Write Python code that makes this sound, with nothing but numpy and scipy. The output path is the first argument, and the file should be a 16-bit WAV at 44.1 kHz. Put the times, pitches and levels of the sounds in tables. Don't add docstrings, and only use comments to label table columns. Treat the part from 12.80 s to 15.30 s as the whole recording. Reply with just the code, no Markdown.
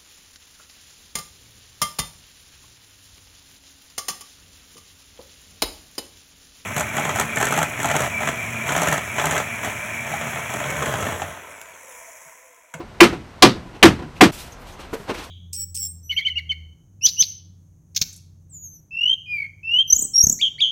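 import sys
import numpy as np
from scipy import signal
from scipy.io import wavfile

SR = 44100
rng = np.random.default_rng(int(sys.argv[2]) if len(sys.argv) > 2 else 0)


def gain_from_db(level_db):
    decades = np.asarray(level_db, float) / 20
    return 10 ** decades


def generate_wav(sig):
    pcm = np.round(np.clip(np.atleast_2d(sig).T, -1, 1) * 32767).astype(np.int16)
    wavfile.write(sys.argv[1], SR, pcm)


N = 110250
T = np.arange(N) / SR
EDGES = 24 * 2 ** np.arange(0, 9.7, .5)

# (time [s], rattle and echo [dB], their brightness [dB per octave], bench boom [dB], boom pitch
# [Hz])
BLOWS = [
    (0.2042, 0, 1.68, -18, 108),
    (0.6234, -1, 1, -12.5, 184),
    (1.0277, 2, 0.9, -15.5, 126),
    (1.4091, -2, 1.72, -9.5, 186),
]
# (centre [Hz], level [dB], length [s], crunch after it [dB], crunch t60 [s])
CRACKS = [
    (2190, -4.5, 0.023, -14, 0.32),
    (3900, -2.5, 0.017, -11.5, 0.23),
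    (2830, -1.6, 0.012, -23, .2),
    (2480, -5, 0.012, -24, 0.16),
]
CRACKS_PER_S, CRACK_DB = 9000, 12
PUSH_LEAD_S, PUSH_DB, PUSH_HZ, PUSH_T60_S = .0022, -11, 550, .012
BOOM_DELAY_S, BOOM_RISE_S, BOOM_T60_S = 0.0082, 0.01, 0.19

# (pitch [Hz], level [dB], t60 [s])
FRAME = [(220, -20, 0.088), (534, -17, 0.052), (656, -23.5, 0.087), (747, -8.5, 0.07), (844, -21, 0.079),
         (1022, -4.5, 0.062), (1154, -6.5, 0.1), (1263, -20, 0.22), (1754, -17, 0.047), (2008, -8.5, 0.057),
         (2298, -20, 0.081), (2408, -5, 0.089), (2716, -14, 0.11), (3193, -22.5, 0.095)]
# (ring level [dB], favoured pitch [Hz], favour [dB])
LANDING = [
    (1.9, 870, 2),
    (2.3, 780, 8.5),
    (0, 490, 10),
    (-3, 640, 16),
]
RING_DB, RING_RISE_S, FAVOUR_OCTAVES = 4, 0.0049, 0.43

# (time [s], level [dB], pitch [Hz], sag [Hz per s], t60 [s])
PANE = [
    (0.2147, 7.5, 349.2, 101, 0.1),
    (0.637, 9, 354, 1200, 0.039),
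    (1.043, 7, 349, 150, 0.087),
    (1.064, 3.5, 337, 100, 0.054),
    (1.415, -0.5, 229.6, 49.6, 0.072),
    (1.427, 10.5, 315, 198, 0.042),
]
PANE_RISE_S, PANE_PAIR, PANE_PAIR_SHARE = 0.0038, 0.98, 0.8

# (time [s], peak [dB])
BOUNCES = [
    (.002, -24),
    (.327, -20.5),
    (0.756, -29),
    (0.858, -36.5),
    (.938, -41.5),
    (1.189, -27),
    (1.221, -28),
    (1.365, -52),
]
BOUNCE_SOFT_HZ, BOUNCE_TILT_DB = 1200, -2

# (frequency [Hz], level [dB per Hz])
SCATTER = [(24, -48), (40, -28.5), (200, -11), (345, -10), (620, -15), (1300, -15.5), (4240, -27.5),
           (17000, -48)]
# (frequency [Hz], t60 [s])
SCATTER_T60 = [(60, 0.49), (160, 0.29), (420, 0.14), (1100, 0.11), (2900, 0.12), (7700, 0.1),
               (15000, 0.069)]
SCATTER_DB, RATTLE_LAG_S, RATTLE_DB = 1.5, 0.023, -11
LATE_DB, LATE_STRETCH = -25.5, 3.35

# (time [s], peak [dB], pitch [Hz], clatter [dB], t60 [s])
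KNOCKS = [
    (1.992, -27, 1122, -31.5, 0.039),
    (2.13, -11, 451, -23.5, 0.11),
    (2.151, -30, 437, -33.5, .08),
    (2.199, -25.5, 409, -43, 0.12),
    (2.276, -32, 312, -40, 0.032),
    (2.293, -20, 450, -21.5, 0.15),
    (2.31, -35, 300, -37, 0.092),
    (2.345, -40, 670, -46, 0.085),
]
# (multiple of its pitch, level [dB])
BENCH = [(.5, -7), (.76, -10), (1.0, 4.3), (2.2, -6), (3.1, -18), (4.5, -30)]
# (frequency [Hz], level [dB per Hz])
CLATTER = [(100, -36), (170, -6.5), (459, -0.5), (608, -12), (1440, -10), (1770, -14), (15000, -48.5)]

# (time [s], peak [dB], pitch [Hz], t60 of the rough contact [s])
SHARDS = [
    (1.366, -39, 2440, 0.12),
    (1.722, -38.5, 6230, 0.15),
    (1.924, -45, 6260, 0.18),
    (2.348, -34, 2120, .05),
]

# (middle [s], half length [s], level [dB], brightness [dB per octave])
STROKES = [(.96, 0.016, -51.5, -8.5), (1.376, 0.025, -49.5, -5), (1.541, 0.024, -38.5, 1.5),
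           (1.604, 0.038, -38, 0.5), (1.671, .03, -48, -0.5), (1.725, .02, -54, 3),
           (1.818, 0.022, -59.5, 6), (1.887, 0.028, -47.5, -2), (1.935, 0.028, -54, 0.5),
           (2.008, 0.015, -45, -3.5), (2.041, 0.029, -50, -6.5), (2.143, 0.0098, -39, 0.5),
           (2.192, 0.075, -51.5, 0.5), (2.303, 0.019, -37, -8), (2.35, 0.012, -39.5, -4.5),
           (2.396, 0.033, -38.5, -5), (2.445, 0.014, -42, -2), (2.474, .02, -50.5, -2)]
# (frequency [Hz], level [dB per Hz])
RUSTLE = [(290, -6), (500, -11), (949, -2), (1750, -4), (2680, 1.5), (13600, -8.5), (15000, -11)]
GRAINS_PER_S, GRAIN_SHARE = 1600, 0.31

# (frequency [Hz], level [dB per Hz])
AIR = [(13, -48), (22, 3.5), (100, -0.5), (286, -9.5), (910, -10.5), (1100, -12), (6100, -30.5),
       (13900, -46.5), (16000, -55)]
AIR_DB, AIR_AFTER_DB = -42.5, 1.42

CHANGE_S, FADE_OUT_S, FADE_IN_S = 1.515, 0.01, 0.005
QUIET_TOP_HZ = 15500
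CEILING, KNEE = 1.0, 6
BASS_CUT_HZ, CUTOFF_HZ = 10, 16200


def rms_one(x):
    return x / np.sqrt(np.mean(x ** 2) + 1e-20)


def at_hz(points, hz):
    table_hz, value = np.array(points).T
    return np.interp(np.log(hz), np.log(table_hz), value)


def band_pass(x, low_hz, high_hz):
    return signal.sosfilt(signal.butter(2, [low_hz, high_hz], "band", fs=SR, output="sos"), x)


def low_pass(x, hz, order):
    return signal.sosfilt(signal.butter(order, hz, fs=SR, output="sos"), x)


def steep_top(x, order, stop_db, hz):
    return signal.sosfilt(signal.cheby2(order, stop_db, hz, fs=SR, output="sos"), x)


def ring(drive, hz, t60):
    shrink = gain_from_db(-60 / (t60 * SR))
    turn = 2 * np.pi * hz / SR
    return signal.lfilter([0, np.sin(turn)], [1, -2 * shrink * np.cos(turn), shrink ** 2], drive + 1e-18)


def dying(start, t60, rise):
    out, first = np.zeros(N), int(start * SR)
    u = np.arange(min(N - first, int(1.5 * t60 * SR))) / SR
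    out[first:first + len(u)] = (1 - np.exp(-u / rise)) * np.exp(-np.log(1000) * u / t60)
    return out


def click(s, db):
    x = np.zeros(N)
    x[int(s * SR)] = gain_from_db(db)
    return x


def grains(rate):
    happens = rng.random(N) < rate / SR
    size = gain_from_db(3 * np.minimum(rng.exponential(1, N), 4))
    return rms_one(happens * size * rng.choice([-1, 1], N))


def banded(spectrum, envelope, white=None):
    if white is None:
        white = rng.standard_normal((2, N))
    centres = np.sqrt(EDGES[1:] * EDGES[:-1])
    outside = (centres < spectrum[0][0]) | (centres > 2e4)
    gain = gain_from_db(at_hz(spectrum, centres) - 80 * outside)
    gain = gain / np.sqrt(np.sum(gain ** 2 * np.diff(EDGES)) * 2 / SR)
    out = np.zeros(N)
    for k, hz in enumerate(centres):
        noise = white[k % 2]
        out += gain[k] * envelope(hz) * band_pass(noise, EDGES[k], EDGES[k + 1])
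    return out


def cracks():
    contacts, out = grains(CRACKS_PER_S), np.zeros(N)
    for (s, *_), (hz, db, length, crunch_db, t60) in zip(BLOWS, CRACKS):
        burst = (T >= s) * np.exp(-(np.maximum(T - s, 0) / length) ** 2)
        crunch = gain_from_db(crunch_db) * dying(s, t60, 0.0054)
        out += gain_from_db(CRACK_DB + db) * band_pass(contacts * (burst + crunch), hz * 0.76, hz * 1.277)
    return out


def frame():
    out = np.zeros(N)
    for (s, *_), (ring_db, best_hz, favour_db) in zip(BLOWS, LANDING):
        for hz, mode_db, t60 in FRAME:
            phase, detune = rng.random(2)
            octaves_off = np.log2(hz / best_hz)
            db = RING_DB + ring_db + mode_db + favour_db * np.exp(-(octaves_off / FAVOUR_OCTAVES) ** 2)
            tuned_hz = hz * (1 + .012 * (detune - .5))
            out += gain_from_db(db) * dying(s, t60, RING_RISE_S) * np.sin(2 * np.pi * (tuned_hz * T + phase))
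    return out


def pane():
    out = np.zeros(N)
    for s, db, hz, sag, t60 in PANE:
        u = np.clip(T - s, 0, .3)
        turn = 2 * np.pi * (hz * u - .5 * sag * u ** 2)
        pair = np.sin(turn) + PANE_PAIR_SHARE * np.sin(turn * PANE_PAIR)
        out += gain_from_db(db) * dying(s, t60, PANE_RISE_S) * pair
    return out


def bench_thumps():
    shake, out = rng.standard_normal(N), np.zeros(N)
    for s, _, _, boom_db, hz in BLOWS:
        out -= ring(click(s - PUSH_LEAD_S, PUSH_DB), PUSH_HZ, PUSH_T60_S)
        boom = rms_one(band_pass(shake, hz * 0.79, hz * 2.0))
        out += gain_from_db(boom_db + 8) * boom * dying(s + BOOM_DELAY_S, BOOM_T60_S, BOOM_RISE_S)
    return out


def bounces():
    out = np.zeros(N)
    for s, db in BOUNCES:
        soft = low_pass(click(s, db), BOUNCE_SOFT_HZ, 2)
        for share, hz, t60 in [(1, 344.4, 0.087), (0.3, 735, 0.13), (0.3, 1003, 0.13), (0.17, 500, 0.092)]:
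            out += share * ring(soft, hz, t60)
    return out


def scatter():
    def envelope(hz):
        t60, rise = at_hz(SCATTER_T60, hz), 0.0029 + 1.74 / hz
        octaves = np.log2(hz / 1000)
        hits = [(s, db + tilt * octaves) for s, db, tilt, _, _ in BLOWS]
        rattles = [(s + RATTLE_LAG_S, db + RATTLE_DB) for s, db in hits]
        landings = [(s, db - 10.5 + BOUNCE_TILT_DB * octaves) for s, db in BOUNCES]
        out = np.zeros(N)
        for s, db in hits + rattles + landings:
            late = gain_from_db(LATE_DB) * dying(s, t60 * LATE_STRETCH, rise)
            out += gain_from_db(db) * (dying(s, t60, rise) + late)
        return out
    return gain_from_db(SCATTER_DB) * banded(SCATTER, envelope)


def knocks():
    out, clatter = np.zeros(N), np.zeros(N)
    rough = rng.standard_normal(N)
    for s, db, hz, clatter_db, t60 in KNOCKS:
        contact = click(s, db - 13.5) + gain_from_db(db - 27) * rough * dying(s, 0.022, 0.0012)
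        for multiple, part_db in BENCH:
            out += gain_from_db(part_db) * ring(contact, hz * multiple, t60 / multiple ** 0.75)
        clatter += gain_from_db(clatter_db) * dying(s, t60, 0.0029)
    return out + banded(CLATTER, lambda hz: clatter)


def shards():
    rough, out = rng.standard_normal(N), np.zeros(N)
    for s, db, hz, t60 in SHARDS:
        contact = click(s, db) + gain_from_db(db - 22) * rough * dying(s, t60, 0.0012)
        out += ring(contact, hz, 0.011) + 0.5 * ring(contact, hz * 1.04, .02)
    return out


def shuffle():
    middle, half, db, tilt = np.transpose(STROKES)
    coarse = T[::50]
    bells = np.exp(-((coarse - middle[:, None]) / half[:, None]) ** 2)
    hiss = np.sqrt(1 - GRAIN_SHARE) * rng.standard_normal((2, N))
    rubbing = hiss + np.sqrt(GRAIN_SHARE) * grains(GRAINS_PER_S)

    def envelope(hz):
        return np.interp(T, coarse, gain_from_db(db + tilt * np.log2(hz / 5000)) @ bells)
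    return banded(RUSTLE, envelope, rubbing)


def room_air():
    return gain_from_db(AIR_DB) * banded(AIR, lambda hz: 1)


def scene():
    before = np.clip((CHANGE_S - T) / FADE_OUT_S, 0, 1)
    after = np.clip((T - CHANGE_S) / FADE_IN_S, 0, 1)
    air = room_air() + shuffle()
    quiet = before * air + shards() + after * (knocks() + gain_from_db(AIR_AFTER_DB) * air)
    quiet = steep_top(quiet, 12, 40, QUIET_TOP_HZ)
    loud = cracks() + frame() + pane() + bench_thumps() + bounces() + scatter()
    return (before * loud + quiet)[None]


def band_limit(x):
    return signal.sosfilt(signal.butter(12, 16190, fs=SR, output="sos"), x)


def record(dry):
    flat = dry / (1 + np.abs(dry / CEILING) ** KNEE) ** (1 / KNEE)
    flat = flat - .5 * low_pass(flat, BASS_CUT_HZ, 1)
    mix = steep_top(flat, 10, 45, CUTOFF_HZ)
    return band_limit(mix)


dry = scene()
out = record(dry)
generate_wav(out)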